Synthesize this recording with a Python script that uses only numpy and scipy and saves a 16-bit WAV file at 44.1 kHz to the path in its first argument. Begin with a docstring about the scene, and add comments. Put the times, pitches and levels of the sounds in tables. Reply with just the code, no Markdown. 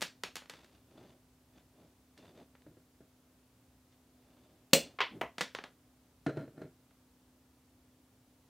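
"""Hand wire strippers clack open, are worked onto a copper cable in a wall, and bite through with one loud snap.
The offcut strikes wall and floor, the tool is put down, and a hand bends the cable, which thumps in the drywall.
Contacts ring resonant bodies through a small bare room; rubs, scratches and groans are swells of coloured noise.
Sleeves rustle over still air and a faint hum. One microphone feeds both channels, with a trace of hiss between them."""
import sys
import numpy as np
from scipy import signal
from scipy.fft import rfft, irfft, next_fast_len
from scipy.io import wavfile
from scipy.ndimage import uniform_filter1d, map_coordinates

SR = 44100
rng = np.random.default_rng(int(sys.argv[2]) if len(sys.argv) > 2 else 0)


def master_out(mix):
    """Clip the mix to full scale and print it as 16-bit PCM to the path in sys.argv[1]."""
    frames = np.transpose(np.atleast_2d(mix))
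    ceiling = np.clip(frames, -1, 1)
    pcm = np.round(ceiling * 32767).astype(np.int16)
    wavfile.write(sys.argv[1], SR, pcm)


N = 374395
RESPONSE_SIZE = 32768  # samples
HZ = np.fft.rfftfreq(RESPONSE_SIZE, 1 / SR)
TIME_S = np.arange(N) / SR


def amp(db):
    """Decibels to gain."""
    return 10 ** (np.asarray(db) / 20)


def unit(x):
    """x at rms 1."""
    return x / np.sqrt(np.mean(x ** 2) + 1e-20)


def along(points, hz):
    """(frequency [Hz], value) points, interpolated on a log frequency axis."""
    point_hz, values = np.transpose(points)
    return np.interp(np.log(hz + 1), np.log(point_hz + 1), values)


def filtered(x, gain):
    """x times a gain that depends on frequency."""
    size = next_fast_len(N + RESPONSE_SIZE)
    spectrum = rfft(x, size) * gain(np.fft.rfftfreq(size, 1 / SR))
    return irfft(spectrum, size)[..., :N]


def causal(gain):
    """Minimum-phase response with this gain: it rings only after the blow."""
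    cepstrum = irfft(np.log(np.maximum(gain, 1e-6)))
    cepstrum[1:RESPONSE_SIZE // 2] *= 2
    cepstrum[RESPONSE_SIZE // 2 + 1:] = 0
    return np.exp(rfft(cepstrum))


def lift(modes):
    """Narrow resonances as a lift in dB on the frequency grid."""
    return sum(db / (1 + (2 * (HZ - hz) / width_hz) ** 2) for hz, width_hz, db in modes)


def wobble(knots_per_s):
    """A smooth random curve through normally distributed knots."""
    knots = rng.standard_normal(int(N * knots_per_s / SR) + 4)
    return map_coordinates(knots, [TIME_S * knots_per_s])


def swell(middle_s, half_s, db):
    """A stroke's level rises and falls as a bell around its middle."""
    return amp(db) * np.exp(-((TIME_S - middle_s) / half_s) ** 2)


def rush(colour_db):
    """Noise of rms 1 in this colour."""
    response = irfft(causal(amp(colour_db)))
    return unit(signal.fftconvolve(rng.standard_normal(N), response)[:N])


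# small bare room's decay: (frequency [Hz], t60 [s])
ROOM_DECAY = [(100, 0.19), (260, .25), (700, 0.1836), (1840, .21), (4850, .23), (8000, .2), (13000, 0.17)]


def corner(near_db, near_s, room_db):
    """A blow as it arrives: direct, then scattered by the close walls, then the room's tail."""
    t = np.arange(RESPONSE_SIZE) / SR
    near = rng.standard_normal(RESPONSE_SIZE) / (1 + (t / near_s) ** 6)
    hz, s, noise = signal.stft(rng.standard_normal(RESPONSE_SIZE), SR, nperseg=256)
    decay = amp(-60 * s / along(ROOM_DECAY, hz)[:, None])
    tail = signal.istft(noise * decay, SR, nperseg=256)[1][:RESPONSE_SIZE]
    direct = t == 0
    scattered = amp(near_db) * near / np.linalg.norm(near)
    return direct + scattered + amp(room_db) * tail / np.linalg.norm(tail)


def broad_gain(paths):
    """Smoothed gain of the paths; dividing by it leaves fine ripple but favours no broad band."""
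    return np.sqrt(uniform_filter1d(np.abs(paths) ** 2, size=320))


def contacts(rows, body_db, near_db, near_s, room_db):
    """Each contact rings a body in the room, with its own low knock and bright edge."""
    out = np.zeros(N + RESPONSE_SIZE)
    low = 1 / (1 + (HZ / 550) ** 2)
    high = 1 - 1 / (1 + (HZ / 5500) ** 2)
    for s, db, knock_db, edge_db in rows:
        paths = rfft(corner(near_db, near_s, room_db))
        blow_db = db + body_db + knock_db * low + edge_db * high
        colour = causal(amp(blow_db) / broad_gain(paths))
        out[round(s * SR):][:RESPONSE_SIZE // 2] += irfft(paths * colour)[:RESPONSE_SIZE // 2]
    return out[:N]


def catches(rate_per_s, body_db, scatter_db, near_db, room_db):
    """Stick and slip at rms 1: small blows, uneven in time and size, ring a body in the room."""
    paths = rfft(corner(near_db, 0.0043, room_db))
    late, size = rng.random((2, 4096))
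    at = ((np.arange(len(late)) + late) * SR / rate_per_s).astype(int)
    inside = at < N
    blows = np.bincount(at[inside], amp(scatter_db * size[inside]), N)
    response = irfft(paths * causal(amp(body_db) / broad_gain(paths)))
    return unit(signal.fftconvolve(blows, response)[:N])


# still air and hiss: (frequency [Hz], relative level [dB per Hz])
AIR_SPECTRUM = [(20, -21), (35, -29.5), (60, -6.5), (80, -10), (130, -12.5), (190, -17), (320, -18.5),
                (450, -21.5), (620, -23), (1000, -27), (1900, -33), (5000, -35.5), (15500, -38.5)]
# distant fan: (frequency [Hz], level [dB])
FAN_HUM = [(119, -83), (253.5, -72), (286, -81.5), (310, -87.5)]


def background():
    """Still air and hiss as coloured noise; a fan's hum as sines with slightly unsteady level and phase."""
    air = unit(filtered(rng.standard_normal(N), lambda hz: amp(along(AIR_SPECTRUM, hz))))
    hum = np.zeros(N)
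    for hz, db in FAN_HUM:
        level = amp(db + wobble(6))
        hum += level * unit(np.sin(2 * np.pi * hz * TIME_S + .5 * wobble(2.0)))
    return amp(-68.5) * air + hum


# jaws and handles clack: (time [s], level [dB], bright edge [dB])
CLACK_BLOWS = [(.009, -14.5, 16), (.018, 1, 8), (0.0237, 3.5, 7.5), (0.2355, 3, 2.5), (.356, -7, 14.5),
               (.366, -6.5, 8), (.42, -13, -34), (0.458, -21, -12), (0.4971, -8, 6.5), (.537, -14.5, -6),
               (.645, -23.5, 3), (2.177, -22.5, 5), (2.552, -19.5, -34), (2.62, -30.5, -5),
               (5.3822, 0.5, -3.5), (5.4089, 7.5, -0.5), (5.4135, 5.5, -2), (5.549, 2.5, -12),
               (5.5872, 0, -31), (5.639, -4, -14.5), (6.908, -28, -29)]
# jaws close through the cable: (time [s], level [dB], low knock [dB], bright edge [dB])
CUT_BLOWS = [(4.711, -55, -1.5, -4), (4.7312, -21, 3.5, -22), (4.7331, -6.5, -1.5, -3.5),
             (4.7338, -1, 0.5, 4), (4.7361, -6.5, -3.5, -1.5)]
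# steel tool and snap spectra: (frequency [Hz], level [dB per Hz])
STEEL_SPECTRUM = [(40, -14), (95, -22), (160, 1), (330, -4.5), (480, 1), (750, -3.5), (1500, -3.5),
                  (3300, -6), (5200, -11), (7500, -17), (10500, -23.5), (16000, -33)]
SNAP_SPECTRUM = [(30, -2.5), (90, -3.5), (150, 14.5), (250, 21), (380, 18.5), (600, 23), (850, 11.5),
                 (1500, 9.5), (2400, 14), (4500, 13.5), (5200, 10), (7000, 13), (8500, 9.5), (10300, -2),
                 (14500, 5)]
# resonances of loose tool, jaws and jerked wall: (frequency [Hz], width [Hz], lift [dB])
HANDLE_MODES = [(1700, 110, 2.3), (1956, 76, 3.2), (3470, 29, 3.2), (4420, 120, 4.7), (6770, 55, 5.7)]
JAW_MODES = [(2790, 260, 8), (3450, 53, 7), (3500, 46, 6), (4176, 220, 7), (4460, 120, 5.5)]
PANEL_MODES = [(162, 23, 7), (243, 38, 7.4), (465, 30, 3.7), (551, 59, 6.7)]
CLACK_KNOCK_DB = -4.5  # the light tool has little low knock


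def strippers():
    """Light clacks of the loose tool, and the snap that rings jaws and wall as the copper parts."""
    blows = [(s, db, CLACK_KNOCK_DB, edge_db) for s, db, edge_db in CLACK_BLOWS]
    tool_db = along(STEEL_SPECTRUM, HZ) + lift(HANDLE_MODES)
    clacks = contacts(blows, tool_db, near_db=12, near_s=0.0033, room_db=8)
    snap_db = along(SNAP_SPECTRUM, HZ) + lift(JAW_MODES) + lift(PANEL_MODES)
    snap = contacts(CUT_BLOWS, snap_db, near_db=4.0, near_s=0.0029, room_db=-1)
    return clacks + snap


# hand works the tool along the cable:
# (middle time [s], half length [s], dull rub level [dB], dry scratch level [dB])
HAND_STROKES = [(0.587, 0.072, -65, -64), (0.756, 0.057, -67.5, -74), (1.025, 0.11, -57.5, -69),
                (1.58, 0.042, -66.5, -71), (1.814, 0.089, -63.5, -78), (2.191, 0.014, -57.5, -63),
                (2.265, .046, -57.5, -66), (2.394, 0.048, -56.5, -68), (3.933, 0.016, -81, -71.5),
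                (4.4, 0.22, -68.5, -77.5), (4.857, 0.084, -60, -66)]
# rub and scratch spectra: (frequency [Hz], relative level [dB per Hz])
RUB_SPECTRUM = [(30, -24), (90, -7.5), (160, -3.5), (350, -3.5), (470, -9), (620, -3), (900, -13),
                (1600, -26.5), (4000, -33), (16000, -63.5)]
SCRATCH_SPECTRUM = [(200, -27), (900, 1.5), (2000, 1), (4200, -3.5), (5600, -8), (8000, -12),
                    (11000, -23.5), (16000, -25)]
# jaws sliding on the sheath: (frequency [Hz], width [Hz], lift [dB])
SCRAPE_MODES = [(2820, 200, 4.5), (3532, 230, 8.6), (3927, 41, 2), (4600, 190, 7), (6162, 220, 6)]
RUB_HZ, RUB_WIDTH_HZ, RUB_LIFT_DB = 300, 390, 5.5  # sleeve's dull resonance
TICKS_PER_S, TICK_DB = 35, -4.5  # jaws catch during a stroke; level re scratch


def hands():
    """Every stroke swells and fades: a dull rub, with a dry scratch and small ticks that ring the jaws."""
    rub = sum(swell(s, half_s, db) for s, half_s, db, _ in HAND_STROKES)
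    scratch = sum(swell(s, half_s, db) for s, half_s, _, db in HAND_STROKES)
    rub_db = along(RUB_SPECTRUM, HZ) + lift([(RUB_HZ, RUB_WIDTH_HZ, RUB_LIFT_DB)])
    sleeve = rush(rub_db) * unit(amp(2.3 * wobble(60)))
    # the jaws catch and slide in a dense grain
    grain = rng.standard_normal(N) * amp(4 * wobble(260))
    scrape_db = along(SCRATCH_SPECTRUM, HZ) + lift(SCRAPE_MODES)
    ringing = signal.fftconvolve(grain, irfft(causal(amp(scrape_db))))[:N]
    tick_db = along(STEEL_SPECTRUM, HZ) + lift(SCRAPE_MODES)
    ticks = catches(TICKS_PER_S, tick_db, scatter_db=11, near_db=7, room_db=1)
    return rub * sleeve + scratch * unit(unit(ringing) + amp(TICK_DB) * ticks)


# cable knocks in the wall: (time [s], level [dB])
WALL_THUMPS = [(0.979, -25), (2.665, -23.5), (2.77, -29.5), (3.006, -26.5), (6.2637, 7.5), (6.294, -5.5),
               (6.371, -4.5), (6.478, -19.5), (6.578, -17), (6.617, -9.5)]
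# cable bends, groans and slips in its hole:
# (middle time [s], half length [s], groan level [dB], slips level [dB])
CABLE_BENDS = [(2.695, .035, -65.5, -74), (5.158, 0.043, -47.5, -64), (6.401, 0.057, -47.5, -46.5),
               (6.617, 0.054, -53, -54.5)]
# wall and groan spectra: (frequency [Hz], level [dB per Hz]); both relative in the bends
DRYWALL_SPECTRUM = [(30, -14), (85, 0.5), (140, 11), (220, 5.5), (380, 10.5), (650, 4.5), (830, -8),
                    (1130, -12), (1550, -5), (2400, -17), (4200, -26), (5500, -29.5), (9000, -36),
                    (16000, -60)]
GROAN_SPECTRUM = [(30, -22), (90, -10.5), (160, -6), (280, 1.5), (380, -8), (620, -17.5), (900, -26),
                  (5000, -50)]
# hollow behind the board: (frequency [Hz], width [Hz], lift [dB])
CAVITY_MODES = [(141, 35, 5.1), (301, 46, 6), (631, 66, 4.8), (1390, 58, 7.5), (4130, 180, 12)]
SLIPS_PER_S = 120
DULLING_DB_PER_DB = 0.24  # low knock gained for each dB softer


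def cable():
    """The stiff cable levers against the hollow wall: soft thumps are duller, and bends groan and slip."""
    wall_db = along(DRYWALL_SPECTRUM, HZ) + lift(CAVITY_MODES)
    blows = [(s, db, -DULLING_DB_PER_DB * db, 0) for s, db in WALL_THUMPS]
    thumps = contacts(blows, wall_db, near_db=7.5, near_s=0.0058, room_db=7)
    groan_level = sum(swell(s, half_s, db) for s, half_s, db, _ in CABLE_BENDS)
    groan = groan_level * rush(along(GROAN_SPECTRUM, HZ))
    slip_level = sum(swell(s, half_s, db) for s, half_s, _, db in CABLE_BENDS)
    slips = slip_level * catches(SLIPS_PER_S, wall_db, scatter_db=4, near_db=6, room_db=4)
    return thumps + groan + slips


def jolt(start_s, db, hz, t60_s):
    """The cable springs free and gives the wall one low push: a decaying cosine."""
    t = np.clip(TIME_S - start_s, 0, None)
    return (t > 0) * amp(db - 60 * t / t60_s) * np.cos(2 * np.pi * hz * t)


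# offcut on wall, then floor: (time [s], level [dB], low knock [dB], bright edge [dB])
WALL_BOUNCES = [(4.9875, -3, 3, -11), (5.0046, 7.5, 2, 3), (5.0135, 7.5, -18, -1), (5.0185, -5, 8, -28)]
FLOOR_LANDING = [(5.2125, -5, -13, 4), (5.2155, -1.5, 0, -4.5), (5.235, -16, 8.5, -9)]
# offcut and floor spectra: (frequency [Hz], level [dB per Hz])
OFFCUT_SPECTRUM = [(50, -26), (200, -18), (450, -2), (750, -2.5), (1050, 2), (1500, 0.5), (2200, 1),
                   (3300, -2), (5000, -15), (7000, -29), (9000, -41.5), (14000, -44)]
FLOOR_SPECTRUM = [(50, -2), (200, 4), (450, 8.5), (950, 8), (1500, 2.5), (3000, 0), (4400, -17),
                  (6000, -20), (10000, -26.5), (15000, -27)]
# resonances of the severed end and the floor: (frequency [Hz], width [Hz], lift [dB])
SHEATH_MODES = [(1043, 190, 5.6), (2100, 160, 4.9), (3030, 220, 1.53)]
BOARD_MODES = [(657, 95, 9.4), (955, 180, 3.2), (1985, 144, 7.5)]


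def offcut():
    """The severed end flies off, rattles against the wall and lands, ringing itself and the floor."""
    end_db = along(OFFCUT_SPECTRUM, HZ) + lift(SHEATH_MODES)
    rattle = contacts(WALL_BOUNCES, end_db, near_db=15.0, near_s=0.0058, room_db=14.0)
    floor_db = along(FLOOR_SPECTRUM, HZ) + lift(BOARD_MODES)
    landing = contacts(FLOOR_LANDING, floor_db, near_db=2, near_s=0.0034, room_db=-1.0)
    return rattle + landing


def channel_hiss():
    """Faint, nearly flat noise: the trace by which the two channels differ."""
    points = [(100, 0.5), (1000, 3.0), (12000, -0.5)]  # (frequency [Hz], relative level [dB])
    return amp(-78.0) * unit(filtered(rng.standard_normal(N), lambda hz: amp(along(points, hz))))


def scene():
    """All sources at the one microphone; hiss is added left and subtracted right."""
    mono = background() + strippers() + hands() + cable()
    mono += jolt(4.7328, db=-18.5, hz=243, t60_s=.03) + offcut()
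    trace = channel_hiss()
    return np.array([mono + trace, mono - trace])


TOP_HZ = 15850


def record(dry):
    """The recorder rounds off the very highest peaks and drops deep rumble and all above its band limit."""
    rounded = dry / (1 + (np.abs(dry) / .8) ** 6) ** (1 / 6)
    no_rumble = signal.lfilter(*signal.butter(2, 42, "highpass", fs=SR), rounded)
    return filtered(no_rumble, lambda hz: 1 / (1 + (hz / TOP_HZ) ** 120))


dry = scene()
out = record(dry)
master_out(out)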